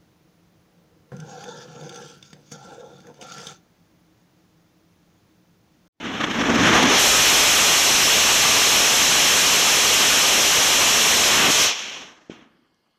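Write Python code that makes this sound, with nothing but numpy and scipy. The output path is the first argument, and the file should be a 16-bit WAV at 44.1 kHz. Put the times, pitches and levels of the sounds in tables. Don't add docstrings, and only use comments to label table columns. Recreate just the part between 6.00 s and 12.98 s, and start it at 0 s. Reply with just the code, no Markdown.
import sys
import numpy as np
from scipy import signal
from scipy.fft import rfft, irfft, next_fast_len
from scipy.io import wavfile
from scipy.ndimage import uniform_filter1d, map_coordinates

SR = 44100
rng = np.random.default_rng(int(sys.argv[2]) if len(sys.argv) > 2 else 0)


def store_pcm(level_fs):
    pcm = np.round(np.clip(level_fs, -1, 1) * 32767).astype(np.int16)
    wavfile.write(sys.argv[1], SR, np.atleast_2d(pcm).T)


def undo_db(level):
    steps = np.asarray(level, float) / 20
    return 10 ** steps


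N = 308023

# (f/Hz, level/dB per Hz)
AIR_SPECTRUM = [(15, -26), (25, -6), (60, -9), (230, -1.5), (600, -8.5), (1100, -7.5), (2400, -17.5),
                (3200, -9.5), (3750, -20), (4200, -14), (4750, -6), (5400, -19), (7000, -28), (15400, -32)]
# (f/Hz, level/dB)
TAPE_WHINE = [(1680, -88), (2159, -89), (2929, -88.5), (3171, -93.5), (4296, -89), (4727, -99.5)]
# (t/s, peak level/dB)
CASING_TICKS = [
    (6.745, -62),
    (6.875, -67),
]
# (t/s, peak level/dB, width/ms)
GAS_POPS = [(.2, -23, 1.5), (.283, -27, 1.5), (0.424, -16, 1.5), (.495, -13, 1.5), (.697, -12, 1.5),
            (.838, -9.5, 1.3), (5.499, -15, 1.1), (.385, -19, 1.8), (.54, -16, 2), (.59, -15, 1.8),
            (6.295, -23.5, .9), (6.311, -37, 1.2), (6.316, -36, 1.2)]
# (t/s, swell/dB)
COUGHS = [(0.019, 3), (0.119, 0), (0.188, 3), (0.22, 5), (0.251, 6.5), (0.3, -3.5), (0.322, 4),
          (0.397, 1.5), (0.423, 3), (0.449, 0.5), (0.509, 2.5), (0.539, -1), (0.565, 4), (0.689, 0.5),
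          (0.839, 4.5)]
# (t/s, jet power level/dB, jet speed/0-1, loose flame/0-1)
THRUST = [(0, -46.5, 0.1, 1), (.05, -36.5, 0, 0.99), (.3, -32, 0.2, 1), (.47, -28.5, 0.53, 1.1),
          (.7, -21.5, 0.6, 0.97), (.86, -20.5, 0.58, .82), (.945, -17.5, 0.8, 0.51), (1, -16, 0.96, 0.08),
          (2, -18, 1, 0), (5.2, -18.5, 0.99, 0), (5.3, -17.5, 0.86, 0.18), (5.495, -18, 0.66, 0.36),
          (5.515, -19.5, 1.08, -.08), (5.655, -18, 1.15, -.25), (5.745, -30.5, 0.8, -.4),
          (5.93, -36, 0.52, 0.17), (6.05, -43.5, 0.52, 0.45), (6.2, -63, 0.77, 0.9)]
# (level/dB, time to fall 60 dB/s)
AFTERBURN_LAYERS = [
    (-48, 1.05),
    (-49, 0.92),
    (-48.5, 0.55),
    (-55.5, 0.38),
]
# (t/s, half length/s, f/Hz, level/dB)
CHAMBER_WHISTLES = [
    (1.156, .07, 1276, -24.5),
    (2.5, 0.12, 1176, -29.5),
]
# (f/Hz, level/dB per Hz)
RUMBLE_SPECTRUM = [(15, -39.5), (25, -18), (70, -16), (140, -8.5), (245, -0.5), (330, -2), (420, -12),
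                   (600, -17.5), (1000, -50)]
ROAR_SPECTRUM = [(200, -39), (400, -2.5), (540, -3), (720, -2), (960, -2), (1230, 1), (1900, -3),
                 (2400, -9), (3500, -50)]
HISS_SPECTRUM = [(1200, -24.5), (1900, -9.5), (2500, -2), (2900, -1), (3450, -1), (4000, -12.5),
                 (4600, -21.5), (5800, -41)]
FIZZ_SPECTRUM = [(2800, -33.5), (3800, -3), (4400, -4), (5500, -0.5), (6400, -1), (7200, -10.5),
                 (8000, -22.5), (9000, -36), (12000, -58.5)]
SIZZLE_SPECTRUM = [(5500, -30.5), (7000, 3), (8200, -1.5), (9600, -12.5), (11500, -4.5), (13000, -14),
                   (15400, -26.5), (17000, -46)]
# (f/Hz, width/Hz, depth/0-1)
HOUSING_DIPS = [(1360, 190, 0.32), (3610, 300, 0.22), (4586, 250, 0.6), (4940, 340, 0.55)]
# (t/s, length/s)
SHORT_WINDOWS = [
    (0, .045),
    (.22, .1),
    (.41, .02),
    (.515, .06),
    (.65, .055),
    (.775, .015),
    (.835, .04),
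    (5.71, .03),
]

AIR_DB = -63
RUMBLE_DB, RUMBLE_FLAME_DB = -18, 21
ROAR_DB, ROAR_FLAME_DB, ROAR_SPEED_DB = -9, 11.5, 5
FIZZ_DB, FIZZ_SPEED_DB = -11, 12.5
FLUTTER_DB, FLUTTER_FLAME_DB = 0.38, 1.9
SMOKE_FLAME = -0.18
DIES_DB_PER_S = 82
RELIGHT_S, RELIGHT_RISE_S = 6.296, 0.0037
SHOCK_ON_S, SHOCK_RISE_S, SHOCK_SAG_S, SHOCK_OFF_S, SHOCK_FALL_S = 0.97, 0.025, 5.5, 5.64, 0.09
YOUNG_STEEP, LATE_STEEP, SMOKE_STEEP = 0.33, 0.68, 0.14
TOP_HZ = 15350


def unit(x):
    return x / np.sqrt(np.mean(x ** 2) + 1e-20)


def curves(rows):
    s, *cols = np.transpose(rows)
    return [np.interp(np.arange(N) / SR, s, c) for c in cols]


def wobble(rate):
    return map_coordinates(rng.standard_normal(N // 100), [np.arange(N) * rate / SR])


def filtered(x, response):
    m = next_fast_len(N + SR // 4)
    return irfft(rfft(x, m) * response(np.fft.rfftfreq(m, 1 / SR)), m)[:N]


def resonance(f, ring_hz, width_hz):
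    return 1j * f * width_hz / (ring_hz ** 2 - f * f + 1j * f * width_hz)


def rush(spectrum, patchy_db):
    z = signal.stft(rng.standard_normal(N), nperseg=256)[2]
    patches = uniform_filter1d(rng.standard_normal(z.shape), size=5, axis=0)
    patches = uniform_filter1d(patches, size=12, axis=1)
    x = signal.istft(z * undo_db(patchy_db * unit(patches)), nperseg=256)[1][:N]
    f, db = np.transpose(spectrum)
    return unit(filtered(x, lambda hz: undo_db(np.interp(np.log(hz + 1), np.log(f), db))))


def background():
    t = np.arange(N) / SR
    x = undo_db(AIR_DB - 7.0) * rush(AIR_SPECTRUM, patchy_db=2.0)
    for hz, db in TAPE_WHINE:
        level = undo_db(db + 4.5 + 1.5 * wobble(8))
        x += level * np.sin(2 * np.pi * hz * t + 0.69 * wobble(41))
    return x


def ticks():
    t = np.arange(N) / SR
    bursts = sum(undo_db(db) * np.exp(-((t - s) / 0.002) ** 2) for s, db in CASING_TICKS)
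    return filtered(bursts * rng.standard_normal(N), lambda f: resonance(f, ring_hz=5700, width_hz=1500))


def pops():
    x, t = np.zeros(N), np.arange(N) / SR
    for s, db, ms in GAS_POPS:
        x += undo_db(db + 7.5) * np.exp(-((t - s - 0.003) / (0.0006 * ms)) ** 2)
    return filtered(x, lambda f: resonance(f, ring_hz=330, width_hz=260))


def coughs():
    t = np.arange(N) / SR
    swell_db = np.zeros(N)
    for s, db in COUGHS:
        swell = np.exp(-((t - s + 0.008) / 0.0063) ** 2)
        lull = np.exp(-((t - s - 0.007) / 0.006) ** 2)
        swell_db += db * (swell - 0.68 * lull)
    return swell_db


def steepening():
    return curves([(0, YOUNG_STEEP), (SHOCK_ON_S, YOUNG_STEEP),
                   (SHOCK_ON_S + SHOCK_RISE_S, 1), (SHOCK_SAG_S, 1),
                   (SHOCK_OFF_S, LATE_STEEP), (SHOCK_OFF_S + SHOCK_FALL_S, SMOKE_STEEP)])[0]


def afterburn():
    since = np.clip(np.arange(N) / SR - RELIGHT_S, 0, None)
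    rise = 1 - np.exp(-since / RELIGHT_RISE_S)
    return [undo_db(db - 60 * since / t60) * rise for db, t60 in AFTERBURN_LAYERS]


def jet():
    t = np.arange(N) / SR
    power_db, speed, flame = curves(THRUST)
    power_db = power_db - DIES_DB_PER_S * np.clip(t - THRUST[-1][0], 0, None)
    roar_flame = np.maximum(flame, SMOKE_FLAME)

    late_rumble, late_roar, late_hiss, late_fizz = afterburn()
    rumble = undo_db(power_db + RUMBLE_DB + RUMBLE_FLAME_DB * flame) + late_rumble
    roar = undo_db(power_db + ROAR_DB + ROAR_FLAME_DB * roar_flame + ROAR_SPEED_DB * speed) + late_roar
    hiss = undo_db(power_db) + late_hiss
    fizz = undo_db(power_db + FIZZ_DB + FIZZ_SPEED_DB * speed) + late_fizz

    flutter_db = FLUTTER_DB + FLUTTER_FLAME_DB * np.abs(flame)
    flutter = flutter_db * (0.72 * wobble(45) + 0.1 * wobble(16)) + coughs()
    x = rumble * undo_db(0.48 * flutter) * rush(RUMBLE_SPECTRUM, patchy_db=1.0)
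    x += roar * undo_db(0.8 * flutter) * rush(ROAR_SPECTRUM, patchy_db=1.22)
    x += hiss * undo_db(flutter) * rush(HISS_SPECTRUM, patchy_db=0.34)
    x += fizz * undo_db(0.97 * flutter) * rush(FIZZ_SPECTRUM, patchy_db=0.56)
    sizzle = fizz * undo_db(-23.0 + 15.97 * steepening() + 0.77 * flutter)
    x += sizzle * rush(SIZZLE_SPECTRUM, patchy_db=0.6)

    for s, half, hz, db in CHAMBER_WHISTLES:
        whistle = np.sin(2 * np.pi * hz * t + 0.27 * wobble(25))
        x += undo_db(db + 2) * np.exp(-((t - s) / half) ** 2) * whistle
    return x


def scene():
    return (background() + ticks() + pops() + jet())[None]


def coarse_treble(x, step_db, follow, size):
    window = np.sqrt(np.hanning(size))
    hz, _, z = signal.stft(x, SR, window, nperseg=size)
    power = np.abs(z) ** 2 + 1e-20
    near = np.abs(uniform_filter1d(power, size=8 + size // 85, axis=0))
    frame = power.mean(axis=0)
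    fine_db = np.interp(hz, [5500, 8800], [-16, 0])[:, None]
    step = undo_db(step_db + fine_db) * np.sqrt(near ** (1 - follow) * frame ** follow)
    height = np.sqrt(power)
    kept = z / height * step * np.round(height / step) * (hz < TOP_HZ)[:, None]
    return signal.istft(kept, SR, window, nperseg=size)[1][:N]


def camera_track(x):
    t = np.arange(N) / SR
    short = sum((t >= s) * (t < s + length) * 1.0 for s, length in SHORT_WINDOWS)
    short = uniform_filter1d(short, size=128)
    long_part = coarse_treble(x, step_db=0.8, follow=0.33, size=2048)
    short_part = coarse_treble(x, step_db=0.2, follow=0.33, size=256)
    return (1 - short) * long_part + short * short_part


def roll_off(x):
    return signal.sosfilt(signal.butter(12, 15590, fs=SR, output="sos"), x)


def record(dry):
    def dips(f):
        return np.prod([1 - depth * resonance(f, hz, width) for hz, width, depth in HOUSING_DIPS], axis=0)

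    def lift(f):
        return (1 + 1j * f / 1200) / (1 + 1j * f / 4000)

    x = filtered(dry[0], lambda f: dips(f) * lift(f))
    top = undo_db(-3.5) * np.where(x > 0, undo_db(-0.15), undo_db(-0.44))
    x = x / (1 + np.abs(x / top) ** 4) ** (1 / 4)
    bass_hz = 35
    x = filtered(x, lambda f: 1j * f / (bass_hz + 1j * f) / lift(f))
    mix = camera_track(x)[None]
    return roll_off(mix)


dry = scene()
out = record(dry)
store_pcm(out)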